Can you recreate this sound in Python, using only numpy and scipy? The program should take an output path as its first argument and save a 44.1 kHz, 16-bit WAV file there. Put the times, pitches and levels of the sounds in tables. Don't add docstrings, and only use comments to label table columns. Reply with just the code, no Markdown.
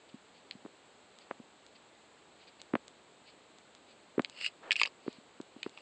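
import sys
import numpy as np
from scipy import signal
from scipy.fft import rfft, irfft
from scipy.io import wavfile

SR = 44100
rng = np.random.default_rng(int(sys.argv[2]) if len(sys.argv) > 2 else 0)


def bounce(signal):
    frames = np.transpose(np.atleast_2d(signal))
    limited = np.clip(frames, -1, 1)
    pcm = np.round(limited * 32767).astype(np.int16)
    wavfile.write(sys.argv[1], SR, pcm)


N = 256220
SNIP = np.arange(4096) / SR


def from_db(db):
    return 10 ** (np.asarray(db) / 20)


def rms_one(x):
    return x / np.sqrt(np.mean(x ** 2) + 1e-20)


def passband(x, hz, kind, order=2):
    return signal.sosfilt(signal.butter(order, hz, kind, fs=SR, output="sos"), x)


def colour(x, spectrum):
    hz, db = np.transpose(spectrum)
    grid = np.maximum(np.fft.rfftfreq(len(SNIP), 1 / SR), 1)
    gain = from_db(np.interp(np.log(grid), np.log(hz), db))
    cepstrum = irfft(np.log(gain))
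    cepstrum[1:] *= 2 * (np.arange(1, len(SNIP)) < len(SNIP) // 2)
    impulse_response = irfft(np.exp(rfft(cepstrum)))
    return signal.fftconvolve(x, impulse_response)[:len(x)]


def resonate(x, hz, width_hz):
    r = np.exp(-np.pi * width_hz / SR)
    zeros = np.array([1, 0, -1]) * (1 - r * r) / 2
    poles = [1, -2 * r * np.cos(2 * np.pi * hz / SR), r * r]
    return signal.lfilter(zeros, poles, x + 1e-18)


def add(track, s, peak_db, sound):
    at = round(s * SR)
    scaled = from_db(peak_db) * sound / np.abs(sound).max()
    track[at:at + len(sound)] += scaled[:N - at]


def contact(grit, grit_s):
    chatter = rng.standard_normal(len(SNIP)) * np.exp(-SNIP / grit_s)
    return (SNIP == 0) + grit * chatter


# start_s [s], peak_db [dB], body_db [dB], treble_db [dB], spot_hz [Hz]
CLACK_HITS = [(4.4124, -30, 5, 3, 2850), (4.4631, -19.5, 3, 6.5, 2850), (4.708, -10.5, -4.5, -2.5, 2770),
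              (4.7177, -10, -8, 1.5, 2850), (4.727, -20, -5, 13.5, 2700), (4.7566, -21.5, -15, -3, 2560),
              (4.764, -21.5, -2, 4, 2770), (4.798, -19.5, 4, 2, 2530), (4.8149, -8.5, 8.5, 0.5, 2200),
              (4.8331, -12, 7, 12, 2550), (4.8526, -22.5, 9, -8, 2350), (4.858, -23, 3.5, 2.5, 3000),
              (4.8647, -33, 13, 4, 2970), (4.873, -31, 22, 14.5, 2500), (5.775, -36, 16, 5, 2700),
              (5.786, -44, 21, 8.5, 2500)]
REBOUND_S, REBOUND_DB = .0036, -12


def clacks(spot_db=2, spot_width_hz=700):
    out = np.zeros(N)
    for start_s, peak_db, body_db, treble_db, spot_hz in CLACK_HITS:
        for hit_s, hit_db in ((start_s, peak_db), (start_s + REBOUND_S, peak_db + REBOUND_DB)):
            force = contact(grit=0.065, grit_s=0.0024)
            force = force + from_db(spot_db) * resonate(force, spot_hz, spot_width_hz)
            add(out, hit_s, hit_db, tray(force, body_db, treble_db))
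    return out


# pitch_hz [Hz], width_hz [Hz], level_db [dB]
TRAY_MODES = [(486, 190, -20), (912, 127, -15), (1194, 130, -14), (1720, 150, -10), (2320, 356, -3.5),
              (2688, 239, 2), (3154, 140, -4.5), (3800, 840, -15), (4800, 206, -10), (5250, 280, -16),
              (6102, 460, -41), (7030, 230, -24.5), (8140, 208, -27.5)]


def tray(force, body_db, treble_db, spread_db=4.5, detune=0.018):
    out = 0
    variations = rng.standard_normal((len(TRAY_MODES), 2))
    for k, ((pitch_hz, width_hz, level_db), (weight, shift)) in enumerate(zip(TRAY_MODES, variations)):
        tilt_db = body_db * (pitch_hz < 1500) + treble_db * (pitch_hz > 3500)
        gain = from_db(level_db + tilt_db + spread_db * weight)
        ring = resonate(force, pitch_hz * (1 + detune * shift), width_hz)
        out = out + (-1) ** k * gain * ring
    return out


# start_s [s], thump_peak_db [dB], thump_pitch_hz [Hz], knock_peak_db [dB]
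PRESSES = [(0.141, -39, 235, -52), (0.5505, -45, 206, -59), (0.6505, -36.5, 299, -40),
           (0.661, -41, 416, -37.5), (1.3114, -40.5, 392, -21), (1.3981, -41, 243, -48),
           (2.7371, -18, 302, -21.5), (2.754, -25, 309, -14), (4.18, -16.5, 368, -28.5),
           (4.195, -20, 297, -14.5), (5.064, -37, 400, -56), (5.0794, -23, 340, -29),
           (5.183, -47.5, 235, -60), (5.401, -32, 325, -36), (5.563, -40.5, 294, -46.5),
           (5.6633, -26.5, 382, -28.5)]
THUMP_SWELL_CYCLES = 0.35


def thumps(low_hz=120):
    out = np.zeros(N)
    for start_s, peak_db, pitch_hz, _ in PRESSES:
        age = SNIP * pitch_hz / THUMP_SWELL_CYCLES
        swell = age ** 2 * np.exp(-age)
        rocking = swell * np.sin(2 * np.pi * pitch_hz * SNIP)
        add(out, start_s, peak_db, passband(rocking, low_hz, "high", order=3))
    return out


# pitch_hz [Hz], width_hz [Hz], level_db [dB]
WOOD_MODES = [(582, 240, 7.5), (1097, 190, 0.5), (1440, 220, -16), (1900, 580, -10.5)]
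KNOCK_HZ, KNOCK_DB, KNOCK_DB_PER_OCTAVE = 1255, -28.5, 21
GRAZE_S, GRAZE_DB = 0.00228, -18.5


def knocks(low_hz=200, top_hz=2900):
    out = np.zeros(N)
    for start_s, _, _, peak_db in PRESSES:
        for hit_s, hit_db in ((start_s - GRAZE_S, peak_db + GRAZE_DB), (start_s, peak_db)):
            bright_hz = KNOCK_HZ * 2 ** ((hit_db - KNOCK_DB) / KNOCK_DB_PER_OCTAVE)
            pulse = passband(contact(grit=0.00667, grit_s=0.00198), bright_hz, "low")
            pulse = passband(pulse, top_hz, "low", order=3)
            pulse = passband(pulse, low_hz, "high")
            ring = sum(from_db(level_db) * resonate(pulse, pitch_hz, width_hz)
                       for pitch_hz, width_hz, level_db in WOOD_MODES)
            add(out, hit_s, hit_db, pulse + ring)
    return out


# start_s [s], peak_db [dB], lower_hz [Hz], upper_hz [Hz], upper_db [dB against the lower ring]
SNAP_HITS = [(0.5106, -24, 2257, 4180, 0.5), (4.247, -19.5, 2385, 4170, -1.5),
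             (5.6299, -24.5, 2340, 3800, -4.5), (5.632, -26, 2470, 3080, -2.5)]
SETTLE_S, SETTLE_DB = 0.011, -18.5


def snaps(lower_width_hz=420, upper_width_hz=650, case_hz=3200, case_width_hz=450, case_db=-3,
          low_hz=1700, top_hz=4900, crack_db=-22):
    out = np.zeros(N)
    for start_s, peak_db, lower_hz, upper_hz, upper_db in SNAP_HITS:
        force = contact(grit=0.029, grit_s=0.0022)
        ring = resonate(force, lower_hz, lower_width_hz)
        ring = ring + from_db(upper_db) * resonate(force, upper_hz, upper_width_hz)
        ring = ring - from_db(case_db) * resonate(force, case_hz, case_width_hz)
        ring = passband(passband(ring, top_hz, "low", order=10), low_hz, "high")
        snap = ring + from_db(crack_db) * colour(force, TICK_SPECTRUM)
        add(out, start_s, peak_db, snap)
        add(out, start_s + SETTLE_S, peak_db + SETTLE_DB, snap)
    return out


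# stop_s [s], length_s [s], stop_level_db [dB]
TRAY_DRAGS = [(4.467, 0.14, -34), (4.805, 0.073, -37.5), (4.878, 0.044, -54.5), (5.675, 0.18, -59),
              (5.80, 0.21, -61.5)]
DRAG_SWELL_DB, DRAG_CURVE = 29.5, 1.14
DRAG_RELEASE_DB_PER_S = 903


def drag_gain(stop_s, length_s, stop_level_db):
    t = np.arange(N) / SR - stop_s
    below_db = DRAG_SWELL_DB * np.maximum(-t / length_s, 0) ** DRAG_CURVE
    release_db = DRAG_RELEASE_DB_PER_S * np.maximum(t, 0)
    return from_db(stop_level_db - below_db - release_db)


# pitch_hz [Hz], width_hz [Hz], level_db [dB]
EDGE_MODES = [(1190, 160, -20.5), (2090, 280, -6.5), (2550, 260, -1.5), (2850, 228, 2), (3980, 310, -9.5),
              (4420, 380, -5), (5120, 263, -9.5), (7050, 320, -20.5), (8130, 360, -17.5)]


def scrape(slips_per_s=5000, smooth_share=.3, catch_db=2.6, catch_hz=110):
    rub = rng.standard_normal(N)
    slips = rub * ((rng.random(N) < slips_per_s / SR) + smooth_share)
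    catching = rms_one(passband(rng.standard_normal(N), catch_hz, "low"))
    slips = slips * from_db(catch_db * catching)
    ringing = sum((-1) ** k * from_db(level_db) * resonate(slips, pitch_hz, width_hz)
                  for k, (pitch_hz, width_hz, level_db) in enumerate(EDGE_MODES))
    return sum(drag_gain(*drag) for drag in TRAY_DRAGS) * rms_one(ringing)


# start_s [s], peak_db [dB]
TICK_HITS = [(1.1876, -36), (1.6653, -38), (2.6168, -28), (2.8809, -31.5), (3.5859, -39), (3.7506, -37),
             (4.22, -34), (4.298, -30.5), (5.129, -37.5), (5.4141, -35), (5.695, -38)]
# frequency_hz [Hz], level_db [relative dB]
TICK_SPECTRUM = [(150, -6.5), (500, -2), (1300, -4), (2500, -4), (3900, 5.5), (5800, -7), (7600, 1.5),
                 (9000, -14.5)]


def ticks():
    out = np.zeros(N)
    for start_s, peak_db in TICK_HITS:
        add(out, start_s, peak_db, colour(contact(grit=0.0165, grit_s=0.0014), TICK_SPECTRUM))
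    return out


# middle_s [s], half_length_s [s], level_db [dB]
THUMB_SWIPES = [(0.095, 0.0076, -61), (0.37, 0.037, -65), (0.527, 0.011, -63), (1.22, 0.02, -62.5),
                (1.76, 0.0094, -59), (2.422, 0.029, -63), (2.483, 0.012, -56.5), (2.602, 0.0056, -56),
                (3.288, 0.024, -58.5), (3.906, 0.032, -63.5), (5.112, 0.074, -61)]
# frequency_hz [Hz], level_db [relative dB]
GLASS_RUB_SPECTRUM = [(1200, -23.5), (2400, 0), (3400, -4), (4600, 0.5), (5600, -21), (8000, -33)]
# frequency_hz [Hz], level_db [relative dB]
TRAY_RUB_SPECTRUM = [(150, -24), (480, 1), (1300, -2.5), (2300, -11), (3500, -17.5), (6000, -35)]
BRUSH_START_S, BRUSH_END_S, BRUSH_DB = 4.632, 4.70, -51.5
BRUSH_ATTACK_DB_PER_S, BRUSH_RELEASE_DB_PER_S = 1802, 452


def skin():
    t = np.arange(N) / SR
    strokes = sum(from_db(level_db) * np.exp(-np.minimum(((t - middle_s) / half_length_s) ** 2, 20))
                  for middle_s, half_length_s, level_db in THUMB_SWIPES)
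    attack_db = BRUSH_ATTACK_DB_PER_S * np.maximum(BRUSH_START_S - t, 0)
    release_db = BRUSH_RELEASE_DB_PER_S * np.maximum(t - BRUSH_END_S, 0)
    brush = from_db(BRUSH_DB - attack_db - release_db)
    on_glass, on_tray = rng.standard_normal((2, N))
    thumb = strokes * rms_one(colour(on_glass, GLASS_RUB_SPECTRUM))
    hand = brush * rms_one(colour(on_tray, TRAY_RUB_SPECTRUM))
    return thumb + hand


def room(x, t60, wet_db, first_s=0.0034):
    echoes = rng.standard_normal(len(SNIP)) * from_db(-60 * SNIP / t60) * (SNIP > first_s)
    wet = signal.fftconvolve(x, echoes / np.linalg.norm(echoes))[:N]
    return x + from_db(wet_db) * wet


# frequency_hz [Hz], level_db [relative dB]
HISS_SPECTRUM = [(18, -80), (30, -29.5), (60, -13), (174, -5), (243, -1), (410, 0), (629, -1), (675, -2.5),
                 (725, -2), (857, -3), (1830, -9), (4210, -10.5), (5740, -25.5), (7810, -11.5),
                 (8800, -28.5), (11400, -59.5), (19400, -120)]
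HISS_DB = -61


def hiss(sizzle_hz=7850, sizzle_width_hz=120, sizzle_db=-84):
    air, sizzle = rng.standard_normal((2, N))
    air = from_db(HISS_DB) * rms_one(colour(air, HISS_SPECTRUM))
    return air + from_db(sizzle_db) * rms_one(resonate(sizzle, sizzle_hz, sizzle_width_hz))


def scene():
    damped = room(thumps() + knocks() + snaps(), t60=0.044, wet_db=-18.5)
    bright = room(clacks() + ticks() + scrape(), t60=0.067, wet_db=-18)
    return (damped + bright + skin() + hiss())[None]


CUTOFF_HZ = 8800


def record(dry):
    return signal.sosfilt(signal.ellip(8, .3, 55, CUTOFF_HZ, fs=SR, output="sos"), dry)


dry = scene()
out = record(dry)
bounce(out)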